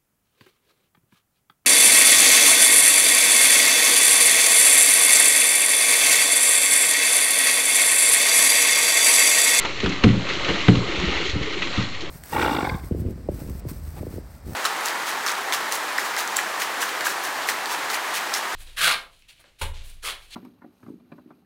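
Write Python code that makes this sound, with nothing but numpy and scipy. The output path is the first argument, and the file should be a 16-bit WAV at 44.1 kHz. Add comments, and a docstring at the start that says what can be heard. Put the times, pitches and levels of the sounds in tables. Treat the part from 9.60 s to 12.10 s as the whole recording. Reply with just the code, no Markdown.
"""Booming knocks and splashing water: a horse paws in a big plastic trough in an open corral.
Its hoof hits the wall and floor, which boom briefly. Its leg throws up slaps, spray and bubbles
and drags gulps of air under, while the water heaves against the tub.
A faint breeze lies behind it all, and the two hardest knocks overload the microphone."""
import sys
import numpy as np
from scipy import signal
from scipy.fft import rfft, irfft, next_fast_len
from scipy.io import wavfile
from scipy.ndimage import map_coordinates

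SR = 44100
rng = np.random.default_rng(int(sys.argv[2]) if len(sys.argv) > 2 else 0)


def dump(signal):
    """Clip the signal to [-1, 1] and save it as 16-bit WAV at the path in sys.argv[1]."""
    limited = np.clip(np.atleast_2d(signal).T, -1, 1)
    pcm = np.round(limited * 32767).astype(np.int16)
    wavfile.write(sys.argv[1], SR, pcm)


N = 110250  # 2.5 seconds

# Hoof blows (time [s], level [dB], brightness [dB per octave], rise time [s],
# crack level [dB], ring length [factor])
HOOF_BLOWS = [(.232, -21, 4.5, 0.0039, -42, 1.1), (0.26, -20, 2.5, 0.0015, -18, .6),
              (0.4373, -5, -1, 0.0015, -9, .9), (0.495, -17.5, -2.5, 0.0021, -55, 1.1),
              (0.566, -17.5, -5.5, 0.0034, -45, 0.22), (0.886, -25, 7.5, 0.0037, -26, 0.94),
              (0.902, -30.5, 5, 0.001, -28, 1.5), (1.0821, -5.5, 1, 0.0023, -13.5, 0.77),
              (1.16, -19.5, -4, 0.013, -39, 0.93), (1.754, -22.5, -2, 0.0027, -41, 0.94),
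              (2.174, -18, -2, 0.0039, -22.5, 0.91)]
# The filled trough's own notes, varied by each blow (pitch [Hz], level [dB], base fade time [s])
TROUGH_NOTES = [(45.6, -12.5, 0.25), (89, -7, 0.15), (117.1, -0.5, 0.37), (135.9, -8, 0.24),
                (175.4, -4, 0.35), (198.3, -8, 0.41), (221.3, -9.5, 0.34), (270.5, -8.5, 0.48),
                (292.7, -3.5, 0.23), (336, -12.5, 0.3), (386.2, -14, 0.25), (439.6, -10.5, 0.17),
                (489, -10.5, 0.15), (737, -20.5, 0.17)]
# Tone of the wall's many short vibrations (frequency [Hz], level [dB])
THUMP_TONE = [(30, -23), (100, -0.5), (300, -4), (520, -14), (800, -22), (1500, -26), (4000, -73.5)]
# Tone of the floor drumming under the water's weight (frequency [Hz], level [dB])
RUMBLE_TONE = [(30, -17.5), (80, -3.5), (120, 1.5), (190, 0), (290, -5), (400, -21), (800, -46.5)]
# Tone of the sharp crack of hoof on plastic (frequency [Hz], level [dB])
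CRACK_TONE = [(200, -21), (600, -3.5), (1300, 6.5), (2000, 3.5), (2900, 6.5), (4000, -1), (5000, -9.5),
              (7000, -18), (9000, -56.5)]

def hoof_knocks():
    """Each blow cracks and thumps, then settles into the low notes of the trough."""
    out, t = np.zeros(N), np.arange(N) / SR
    hz, db, fades = np.transpose(TROUGH_NOTES)
    for start, blow_db, tilt_db, rise, crack_db, ring in HOOF_BLOWS:
        gains = amp(db + tilt_db * np.log2(hz / 200) + 2.75 * rng.standard_normal(len(hz)))
        pitches = hz * (1 + 0.0099 * rng.standard_normal(len(hz)))
        phases = 2 * np.pi * rng.random(len(hz))
        boom = np.zeros(N)
        for gain, pitch, fade, phase in zip(gains, pitches, fades, phases):
            note = np.sin(2 * np.pi * pitch * (t - start) + phase)
            boom += gain * strike(start, rise, fade * ring) * note
        thump = amp(-5) * strike(start, rise / 2, 0.14 * ring) * colour(hiss(), THUMP_TONE, tilt_db)
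        rumble = amp(-8.5) * strike(start, 0.0099, 0.31 * ring) * colour(hiss(), RUMBLE_TONE, tilt_db)
        crack = amp(crack_db) * strike(start, 0.0006, 0.048) * colour(hiss(), CRACK_TONE)
        out += amp(blow_db) * (boom + thump + rumble) + crack
    return out


# Slaps of thrown water (time [s], level [dB], rise time [s], fade time [s], drop pitch [Hz],
# cut one octave from that pitch [dB])
WATER_SLAPS = [(0.027, -27.5, 0.0028, 0.12, 950, 5), (0.048, -14, .004, 0.061, 4440, -1),
               (.202, -14, .002, 0.021, 4600, 1), (0.238, -22.5, .003, 0.063, 2700, -1),
               (.291, -23, .004, 0.034, 6540, 25), (.665, -20.5, 0.0069, 0.062, 1100, 7.5),
               (0.687, -24, .003, 0.14, 5800, 1.5), (.734, -25.5, 0.0041, 0.078, 5500, 14),
               (0.8438, -18, 0.0023, .07, 3400, 3), (0.881, -23.5, 0.0027, 0.17, 1800, 7),
               (0.952, -30.5, 0.0036, 0.038, 2200, 5), (1.012, -23, .002, 0.027, 2700, -2),
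               (1.076, -21.5, .002, .07, 3200, 9), (1.151, -18, 0.0038, 0.041, 3000, 10),
               (1.359, -17.5, .003, .05, 2600, 3), (1.397, -19, .003, 0.061, 2800, -2),
               (1.652, -28.5, 0.0041, 0.25, 5300, 9), (1.695, -20.5, .002, 0.069, 5000, 5),
               (1.825, -25.5, 0.0024, 0.097, 4000, 4), (2.0203, -17.5, 0.0011, 0.1, 2200, 4),
               (2.07, -18, .004, 0.053, 1500, 2), (2.139, -23, .003, 0.024, 2200, 1),
               (2.347, -20, .002, 0.025, 2600, 5), (2.405, -31, 0.0035, 0.13, 6000, 9)]
# Tone of landing drops, in both slaps and spray (frequency [Hz], level [dB])
DROP_TONE = [(500, -19.5), (1000, -12.5), (1300, -8), (1650, -11), (1900, -2.5), (2150, -1), (2400, -3.5),
             (2700, -1), (3200, -1.5), (4200, -4.5), (4800, -12.5), (6800, -14), (8000, -34.5), (9000, -33)]

def slaps():
    """Each slap is a sudden, dense burst of drops thrown clear of the tub."""
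    drops = bubbles(710, 8000, cycles=5.3, spread_db=0.5, glide=0, count=7000, samples=200)
    hz, drop_db = np.transpose(DROP_TONE)
    out = np.zeros(N)
    for start, db, rise, fade, pitch, cut_db in WATER_SLAPS:
        burst = np.roll(drops, rng.integers(N)) + hiss()
        tone = np.column_stack([hz, drop_db - cut_db * np.log2(hz / pitch) ** 2])
        out += amp(db) * strike(start, rise, fade) * colour(burst, tone)
    return out


# How the falling spray swells and fades (time [s], relative level [dB])
SPRAY_LEVELS = [(0, -30.5), (.11, -30), (.17, -31.5), (.31, -28), (.42, -33), (.48, -27), (.54, -33),
                (.64, -30.5), (.72, -25.5), (.82, -29.5), (.92, -25.5), (1.05, -27.5), (1.22, -32.5),
                (1.33, -28), (1.5, -25), (1.6, -25), (1.66, -27.5), (1.79, -32), (1.9, -30.5), (2, -29),
                (2.12, -31), (2.21, -25.5), (2.28, -35), (2.41, -35), (2.5, -36)]

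def spray():
    """Drops patter back onto the water and leave small, fizzing bubbles."""
    drops = bubbles(830, 9200, cycles=1.75, spread_db=0, glide=0, count=7000, samples=200)
    fizz = bubbles(1070, 6530, cycles=13, spread_db=0.5, glide=0.1, count=3800, samples=1000)
    water = drops + amp(-2.5) * fizz + amp(-3) * hiss()
    flicker = amp(1.1 * wobble(per_second=45.33) - 1.92)
    return level(SPRAY_LEVELS) * flicker * colour(water, DROP_TONE)


# Loudness of the air dragged under by the leg (time [s], level [dB])
GULP_LEVELS = [(0, -49), (.04, -40.5), (.14, -39.5), (.35, -39.5), (.6, -34), (.85, -36.5), (.94, -25),
               (1.01, -38.5), (1.3, -29), (1.34, -36), (1.41, -23), (1.56, -30.5), (1.7, -38),
               (1.83, -32.5), (1.91, -35), (1.97, -32.5), (2.03, -35.5), (2.2, -38), (2.37, -51),
               (2.44, -32.5), (2.5, -48.5)]
# Hollow tone of the gulps (frequency [Hz], level [dB])
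GULP_TONE = [(60, -38.5), (130, -6), (190, -4), (235, -11), (300, 6), (420, 5), (520, -4.5), (650, -22),
             (1500, -52)]

def gulps():
    """Big pockets of air ring low, and the tub shapes their tone."""
    pockets = bubbles(151.8, 560, cycles=26.5, spread_db=3, glide=0.047, count=600, samples=6000)
    return level(GULP_LEVELS) * colour(pockets + amp(5) * hiss(), GULP_TONE)


# Water heaving against the tub (time [s], relative level [dB], pitch [Hz])
WATER_SURGES = [(0.242, -15, 70), (0.887, -21.5, 59.3), (1.17, -21.5, 55), (1.284, -22, 44.4),
                (1.38, -18, 62.3), (1.469, -14.5, 59.4), (1.551, -24, 59.3), (1.681, -20, 50.5),
                (1.731, -14, 76), (1.805, -19, 48), (2.22, -30, 60)]

def surges():
    """The weight of the water shoves the wall in slow, soft thuds."""
    out, t = np.zeros(N), np.arange(N) / SR
    for start, db, hz in WATER_SURGES:
        shove = 2 * amp(db) * strike(start, rise_s=0.015, fade_s=0.1)
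        out += shove * np.sin(2 * np.pi * hz * (t - start))
    return out


# Loudness of the stirred water (time [s], level [dB])
CHURN_LEVELS = [(0, -37.5), (.07, -35), (.16, -46.5), (.3, -38), (.42, -37.5), (.6, -38), (.7, -37.5),
                (.92, -31), (1.03, -40.5), (1.13, -35.5), (1.22, -35.5), (1.33, -35.5), (1.46, -38.5),
                (1.58, -29.5), (1.65, -45), (1.75, -42.5), (1.95, -44), (2.08, -39), (2.2, -34.5),
                (2.3, -46), (2.5, -41.5)]
# Tone of its burbling (frequency [Hz], level [dB])
CHURN_TONE = [(150, -11.5), (400, 0.5), (700, -8), (1250, -2), (1650, -7.5), (2500, -18), (6000, -36)]

def churn():
    """Middle-sized bubbles burble in the stirred water."""
    burble = bubbles(465, 2200, cycles=21.4, spread_db=1.5, glide=0.08, count=1400, samples=2400)
    return level(CHURN_LEVELS) * colour(burble + amp(0.5) * hiss(), CHURN_TONE)


# Loudness of fine drops raining back (time [s], level [dB])
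MIST_LEVELS = [(0, -39.5), (.3, -44.5), (.42, -46), (.62, -43), (.75, -40.5), (1.1, -39.5), (1.22, -41),
               (1.5, -43.5), (1.69, -39), (1.76, -45.5), (1.9, -45), (2.1, -39.5), (2.19, -40.5),
               (2.3, -43.5), (2.5, -52.5)]
# Their thin, high tone (frequency [Hz], level [dB])
MIST_TONE = [(1500, -28), (3000, -8), (4200, 9.5), (4900, -4), (6600, -5), (7400, -5), (8200, -18.5),
             (9000, -40)]

def mist():
    """The finest drops tick on the water and the rim."""
    ticks = bubbles(3000, 12000, cycles=3.1, spread_db=3.5, glide=0, count=4000, samples=150)
    return level(MIST_LEVELS) * colour(ticks + amp(7.5) * hiss(), MIST_TONE)


def tub_echo(sound):
    """Sound bounces between the trough's walls and gains a short tail of echoes."""
    tail = (hiss() * strike(0.00067, rise_s=0.003, fade_s=0.21))[:SR // 4]
    return sound + amp(-9) * signal.fftconvolve(sound, tail / np.linalg.norm(tail))[:N]


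# Deep tone of the open air (frequency [Hz], level [dB])
AIR_TONE = [(20, 1), (45, -6.5), (100, -2.5), (250, -12), (1000, -19), (4000, -49.5), (9000, -45.5)]

def open_air():
    """A breeze and distant ground noise make a faint, wavering rumble."""
    return amp(-39.5 + 0.67 * wobble(per_second=7.26)) * colour(hiss(), AIR_TONE)


def amp(db):
    """Turn decibels into a number to multiply a sound by."""
    return 10 ** (np.asarray(db) / 20)


def unit(sound):
    """Scale a sound so its average strength (rms) is 1."""
    return sound / np.sqrt(np.mean(sound ** 2) + 1e-20)


def hiss():
    """Fresh white noise for the whole scene."""
    return rng.standard_normal(N)


def level(rows):
    """Join (time [s], level [dB]) points into a volume curve."""
    return amp(np.interp(np.arange(N) / SR, *np.transpose(rows)))


def wobble(per_second):
    """A smooth curve through this many random values each second."""
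    return map_coordinates(rng.standard_normal(400), [np.arange(N) * per_second / SR], mode="wrap")


def colour(sound, tone, tilt_db=0):
    """Give a sound a tone, brightened by tilt_db per octave, at strength 1."""
    size = 2 * next_fast_len(N // 2 + 4096)
    octave = np.log2(np.fft.rfftfreq(size, 1 / SR) + 1)
    hz, db = np.transpose(tone)
    gain = amp(np.interp(octave, np.log2(hz), db + tilt_db * np.log2(hz / hz[0])))
    # Fold the filter so that it rings only after a sound, never before it.
    folded = irfft(np.log(gain))
    folded[1:size // 2] *= 2
    folded[size // 2 + 1:] = 0
    return unit(irfft(rfft(sound, size) * np.exp(rfft(folded)))[:N])


def strike(start_s, rise_s, fade_s):
    """The volume curve of a hit: it rises, and dies away by 60 dB per fade time."""
    age = np.maximum(np.arange(N) / SR - start_s, 0)
    return (1 - np.exp(-age / rise_s)) * np.exp(-np.log(1000) * age / fade_s)


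def bubbles(low_hz, high_hz, cycles, spread_db, glide, count, samples):
    """Random pings that each fade over about `cycles` vibrations; glide bends their pitch up."""
    when, pitch, strength, life = rng.random((count, 4)).T[:, :, None]
    hz = low_hz * (high_hz / low_hz) ** pitch
    turns = hz * np.arange(samples) / SR
    age = turns / (cycles * (.5 + life))
    volume = amp(-spread_db * np.log(np.maximum(strength, .02)) - 60 * age)
    pings = volume * np.sin(2 * np.pi * turns * (1 + glide * age / 2))
    positions = ((when * N).astype(int) + np.arange(samples)) % N
    return unit(np.bincount(positions.ravel(), pings.ravel(), N))


def scene():
    """Water, hoof and open air meet at one microphone."""
    air = open_air()
    water = tub_echo(spray() + churn() + mist()) + slaps() + gulps() + surges()
    return (hoof_knocks() + water + air)[None]


def record(dry):
    """The recorder sits slightly off zero, flattens the hardest knocks and cuts the highest treble."""
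    offset, ceiling = -0.032, 0.71
    top_hz, roll_off_hz = 9000, 700
    shifted = dry + offset
    clipped = shifted / (1 + np.abs(shifted / ceiling) ** 12) ** (1 / 12)
    hz = np.fft.rfftfreq(N, 1 / SR)
    treble_cut = np.clip((top_hz - hz) / roll_off_hz, 0, 1)
    return irfft(rfft(clipped) * treble_cut, N)


dry = scene()
out = record(dry)
dump(out)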